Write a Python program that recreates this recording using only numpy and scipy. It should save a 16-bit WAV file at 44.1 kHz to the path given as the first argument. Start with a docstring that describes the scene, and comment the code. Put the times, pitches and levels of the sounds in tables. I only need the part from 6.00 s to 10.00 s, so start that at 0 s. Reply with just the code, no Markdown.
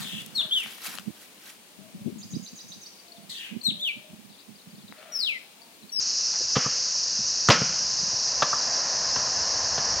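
"""Cicadas fill the trees from the start, over faint road noise and light wind nudging the microphone.
Shoes scuff an asphalt lot, and at 0.55 s a football is kicked from across it; a wall echoes the kick.
At 1.49 s the ball bangs on that wall, right beside the microphone, and overloads it; a wooded slope
echoes the bang. The ball bounces back at 2.42 s and makes two lighter touches, each echoed by the
wall, while the distant road swells and the wind rises."""
import sys
import numpy as np
from scipy import signal
from scipy.fft import rfft, irfft
from scipy.io import wavfile

SR = 44100
rng = np.random.default_rng(int(sys.argv[2]) if len(sys.argv) > 2 else 0)


def inscribe(sig):
    """Save sig as 16-bit PCM at rate SR to the path in sys.argv[1].

    A 1-D sig is mono; a 2-D sig holds one channel per row.
    Samples are clipped to [-1, 1] before scaling.
    """
    pcm = np.round(np.clip(np.atleast_2d(sig).T, -1, 1) * 32767)
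    wavfile.write(sys.argv[1], SR, pcm.astype(np.int16))


N = 176400
TIME = np.arange(N) / SR
BIN_HZ = np.arange(N // 2 + 1) * SR / N

def undb(db):
    """Amplitude ratio of a level in decibels."""
    return 10 ** (np.asarray(db) / 20)

def gains(points):
    """Frequency response through (f/Hz, level/dB) points, rolling off outside them."""
    hz, db = np.array(points, float).T
    log_f = np.log(np.maximum(BIN_HZ, 1))
    outside = np.maximum(np.log(hz[0]) - log_f, 0) + np.maximum(log_f - np.log(hz[-1]), 0)
    return undb(np.interp(log_f, np.log(hz), db) - 20 * outside)

def shaped(gain):
    """Spectral shaping: white noise weighted bin by bin, then scaled to unit rms."""
    x = irfft(rfft(rng.standard_normal(N)) * gain, N)
    return x / x.std()

def noise(points):
    """Coloured noise of unit rms; the (f/Hz, level/dB) points set only its spectral shape."""
    return shaped(gains(points))

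def band(hz, width_hz):
    """Resonance: noise of unit rms confined to one steep peak."""
    f = np.maximum(BIN_HZ, 1)
    return shaped(1 / (1 + ((f - hz ** 2 / f) / width_hz) ** 2))

def drift(rate_hz):
    """Slow random fluctuation: low-pass noise of unit spread."""
    return shaped(np.exp(-(BIN_HZ / rate_hz) ** 2))

def curve(points):
    """Amplitude envelope through (t/s, level/dB) points."""
    return undb(np.interp(TIME, *np.array(points).T))

def burst(start, t60, hold=0, rise=.00025):
    """Exponential decay: a linear rise, then a fall of 60 dB per t60 once the hold ends."""
    age = TIME - start
    return np.clip(age / rise, 0, 1) * np.exp(-np.log(1000) * np.clip((age - hold) / t60, 0, 10))

def tone(start, hz, t60, hold=0):
    """Damped oscillation of one struck mode."""
    return burst(start, t60, hold) * np.sin(2 * np.pi * hz * (TIME - start))

def ring(start, modes):
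    """Superposition of modes struck together."""
    return sum(undb(db) * tone(start, hz, t60) for hz, db, t60 in modes)

# Spectrum of the chorus (f/Hz, level/dB)
CHORUS_SPECTRUM = [(3000, -36.5), (3600, -27), (4000, -15), (4500, -6), (5000, -0.6), (5400, 0.5),
                   (6000, -2.5), (6500, -5.5), (7000, -8.5), (7500, -14.5), (8000, -17), (9000, -19)]
# Single cicadas that stand out (f/Hz, bandwidth/Hz, level/dB)
CICADA_VOICES = [(5055, 46, -42.5), (5430, 65, -43), (5700, 54, -40), (6100, 35, -41), (6460, 67, -48),
                 (6940, 99, -52)]
def cicadas():
    """Incoherent summation: many calls merge into fluttering noise, with a few narrow voices on top."""
    chorus = undb(-26.5 + .45 * drift(25)) * noise(CHORUS_SPECTRUM)
    return chorus + sum(undb(db + 2 * drift(1.7)) * band(hz, width) for hz, width, db in CICADA_VOICES)

# Spectrum of the rumble (f/Hz, level/dB)
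WIND_SPECTRUM = [(25, 4), (60, 10), (110, -1), (180, -14), (300, -22.5), (600, -39)]
# Trend of the rumble (t/s, level/dB)
WIND_TREND = [(0, -49), (1.3, -45.5), (2.1, -40), (2.6, -45.5), (3.3, -38.5), (4, -34)]
# Single buffets (t/s, level/dB, hold/s)
WIND_BUFFETS = [(1.187, -36.5, 0.024), (2.028, -34.5, 0.0091), (2.075, -36, 0.0065), (2.126, -34, 0.014)]
def wind():
    """Turbulent pressure on the microphone: an uneven low rumble with a few distinct buffets."""
    rumble = noise(WIND_SPECTRUM) * curve(WIND_TREND) * undb(3 * np.tanh(drift(14)))
    buffets = sum(undb(db) * burst(start, .063, hold, rise=.0038) for start, db, hold in WIND_BUFFETS)
    return rumble + buffets * band(130, width_hz=81)

# Spectrum of tyre noise (f/Hz, level/dB)
ROAD_SPECTRUM = [(150, -4), (250, -6.5), (380, -8), (540, 1), (700, 1.5), (900, -1), (1030, 4),
                 (1120, -2.5), (1210, -4), (1400, -5.5), (1700, -1), (2200, -13), (2750, -15), (3300, -18),
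                 (5000, -29.5)]
# Swell of the road (t/s, level/dB)
ROAD_SWELL = [(0, -57), (1.3, -49.5), (2.0, -45), (2.4, -39), (2.8, -37), (3.3, -37), (4, -35.5)]
# Spectrum of the still air (f/Hz, level/dB)
AIR_SPECTRUM = [(100, 3), (350, -0.5), (550, -1), (800, -5), (1100, -3), (1600, 0), (2200, -5), (2700, 3.5),
                (3200, -4.5), (4500, -5.5)]
def road_and_air():
    """Broadband ambient noise: distant tyres swell above the steady floor of the air."""
    tyres = noise(ROAD_SPECTRUM) * curve(ROAD_SWELL) * undb(.5 * drift(11))
    return tyres + undb(-46.5) * noise(AIR_SPECTRUM)

# Shoes on asphalt (t/s, level/dB, f/Hz, bandwidth/Hz, hold/s)
SCUFFS = [(0.333, -45, 1000, 1600, 0.032), (0.401, -38.5, 445, 150, 0.014), (0.498, -46, 1150, 800, 0.0089),
          (0.949, -42, 700, 450, 0.0042)]
def steps():
    """Friction noise: faint scuffs of the run-up, the planted foot and the landing."""
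    return sum(undb(db) * band(hz, width) * burst(start, t60=.04, hold=hold, rise=.0037)
               for start, db, hz, width, hold in SCUFFS)

# Kick, bounce and two lighter touches
# (t/s, tick level/dB, slap level/dB, slap hold/s, thump level/dB, thump lag/s, ring level/dB)
LOT_CONTACTS = [(0.5542, -27.5, -24, 0.015, -9.5, .0115, -34.5),
                (2.4219, -12, -16.5, 0.0075, -20.5, .003, -26.5),
                (3.1618, -13, -30, .005, -27.5, .006, -42), (3.779, -21, -31, 0.0071, -24, 0.0024, -35.5)]
# First snap of the skin (f/Hz, relative level/dB, T60/s)
SKIN_MODES = [(1150, 0, .0045), (1600, -5, .004), (2750, -5, .005), (3900, -9, .004)]
# Spectrum of the skin's slap (f/Hz, level/dB)
SLAP_SPECTRUM = [(100, -9), (300, -7), (600, 2), (850, -2), (1200, 6), (1700, -3), (2100, -13), (2800, -9),
                 (4000, -7.5), (7000, -14)]
# Air inside the ball (f/Hz, relative level/dB, T60/s)
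CAVITY_MODES = [(1040, -6, 0.29), (1167, -2.5, .12), (1720, -1, 0.17), (2390, -5, .08), (2950, -19, 0.069)]
# Response of the wall's reflection (f/Hz, relative level/dB)
WALL_RESPONSE = [(100, -0.5), (400, -3), (700, -4.5), (1200, 4.5), (2000, -6), (5000, -24.5)]
# Spectrum of sound scattered by trees (f/Hz, level/dB)
WOODS_SPECTRUM = [(100, -7), (200, -4), (330, -11), (500, 1.5), (900, -7), (1400, 2), (2000, -3.5),
                  (3000, -2), (4000, -17), (7000, -19)]
WOODS_T60_S, WOODS_RISE_S = 1, .0092
def far_contacts():
    """Impact excites the ball's skin, shell and air; the wall reflects it and the trees scatter it."""
    out = np.zeros(N)
    kick_time = LOT_CONTACTS[0][0]
    for start, tick_db, slap_db, hold, thump_db, lag, ring_db in LOT_CONTACTS:
        ground_and_fence = undb(-12) * burst(start, t60=.3, rise=.022)  # scatter the slap
        slap = noise(SLAP_SPECTRUM) * (burst(start, t60=.024, hold=hold) + ground_and_fence)
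        hit = undb(tick_db) * ring(start, SKIN_MODES) + undb(slap_db) * slap
        hit += undb(thump_db) * thump(start + lag) + undb(ring_db) * ring(start, CAVITY_MODES)
        reflected = irfft(rfft(hit) * gains(WALL_RESPONSE), N)
        delay_s = .0965 + .006 * (start - kick_time)  # the echo lags more as the ball is nearer
        echo = np.interp(TIME - delay_s, TIME, reflected, left=0)
        trees = noise(WOODS_SPECTRUM) * burst(start, WOODS_T60_S, rise=WOODS_RISE_S)
        out += hit + undb(-8.5) * echo + undb(thump_db - 22) * trees
    return out

# Low modes of the ball's shell (f/Hz, relative level/dB, T60/s)
SHELL_MODES = [(139.4, 0, 0.062), (199.5, -9.5, 0.072), (258, -18, 0.13), (435, -11, 0.052)]
# Spectrum of the rebound's knock (f/Hz, level/dB)
KNOCK_SPECTRUM = [(120, -7.5), (240, 3), (380, -10), (480, 1), (650, 1), (850, -9), (1150, -4),
                  (1600, -22.5), (3000, -6.5)]
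def thump(start):
    """Elastic recovery: the ball springs back with low shell modes, a pop of the skin and a dull knock."""
    pop = undb(-10.5) * tone(start, hz=1130, t60=.017)
    knock = undb(-12.5) * noise(KNOCK_SPECTRUM) * burst(start, t60=.06)
    return ring(start, SHELL_MODES) + pop + knock

# Spectrum of the crack on the wall (f/Hz, level/dB)
CRACK_SPECTRUM = [(100, -3), (280, 2.5), (380, 0), (520, 5.5), (800, 0.5), (1250, 4), (2000, -16),
                  (3500, -10), (5000, -14), (7000, -11)]
# Spectrum scattered by nearby surfaces (f/Hz, level/dB)
SCATTER_SPECTRUM = [(100, -15), (230, 2), (300, 2), (380, -2), (520, 2.5), (800, -4), (1250, 3), (2000, -1),
                    (2600, 0.5), (3600, -5.5), (5000, 2.5), (7000, -6.5)]
# Modes of ball and wall in the bang (f/Hz, level/dB, T60/s)
BALL_WALL_MODES = [(205, -7, .09), (300, -9, .07), (530, -8, .1), (575, -13, .13), (660, -15, .1),
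                   (921, -20, .2), (1087, -21, .26), (1303, -19, .28), (1438, -23, .22), (1556, -23, .26),
                   (1747, -28, .27), (2347, -28, .3)]
BANG_S = 1.4867
def wall_bang():
    """Collision: the ball flattens with a crack and a huge low pressure swing, rings and rebounds."""
    crack = undb(6) * noise(CRACK_SPECTRUM) * burst(BANG_S, t60=.05)
    pressure_swing = undb(8) * tone(BANG_S + .00179, hz=122, t60=.018, hold=.011)
    rebound = BANG_S + .014
    knock = undb(-3) * noise(KNOCK_SPECTRUM) * burst(rebound, t60=.048)
    scatter = undb(-10) * noise(SCATTER_SPECTRUM) * burst(rebound, t60=.21)
    return crack + pressure_swing + knock + scatter + ring(BANG_S, BALL_WALL_MODES)

def bang_echoes():
    """Reverberation and reflection: a low boom and a wash from the trees; a dull echo from the slope."""
    boom = undb(-31) * band(165.4, width_hz=63) * burst(BANG_S, t60=1.07, rise=WOODS_RISE_S)
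    trees = undb(-27) * noise(WOODS_SPECTRUM) * burst(BANG_S, WOODS_T60_S, rise=WOODS_RISE_S)
    arrival = BANG_S + .1305
    slope_thump = undb(-14) * ring(arrival, SHELL_MODES)
    slope_crack = undb(-23.5) * noise(SCATTER_SPECTRUM) * burst(arrival, t60=.035)
    return boom + trees + slope_thump + slope_crack

def scene():
    """Superposition: all sources add at one microphone, the same in both channels."""
    mono = cicadas() + wind() + road_and_air() + steps() + far_contacts() + wall_bang() + bang_echoes()
    return np.array([mono, mono])

OVERLOAD, CEILING = .41, .7  # soft limits, as fractions of full scale
NOTCH_HZ, NOTCH_WIDTH_HZ, NOTCH_DEPTH = 370, 90, .33
def record(dry):
    """Saturation and band limiting: the bang overloads the input; overshoots after filtering clip."""
    x = dry / (1 + (dry / OVERLOAD) ** 6) ** (1 / 6) + .002 * dry
    x = signal.sosfilt(signal.butter(2, 160.4, "high", fs=SR, output="sos"), x)
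    x = x - NOTCH_DEPTH * signal.lfilter(*signal.iirpeak(NOTCH_HZ, NOTCH_HZ / NOTCH_WIDTH_HZ, fs=SR), x)
    x = signal.sosfilt(signal.butter(10, 6834, "low", fs=SR, output="sos"), x)
    x = signal.sosfilt(signal.ellip(8, .2, 70, 9200, "low", fs=SR, output="sos"), x)
    x = x / (1 + (x / CEILING) ** 12) ** (1 / 12)
    return signal.sosfilt(signal.ellip(8, .2, 70, 15900, "low", fs=SR, output="sos"), x)

dry = scene()
out = record(dry)
inscribe(out)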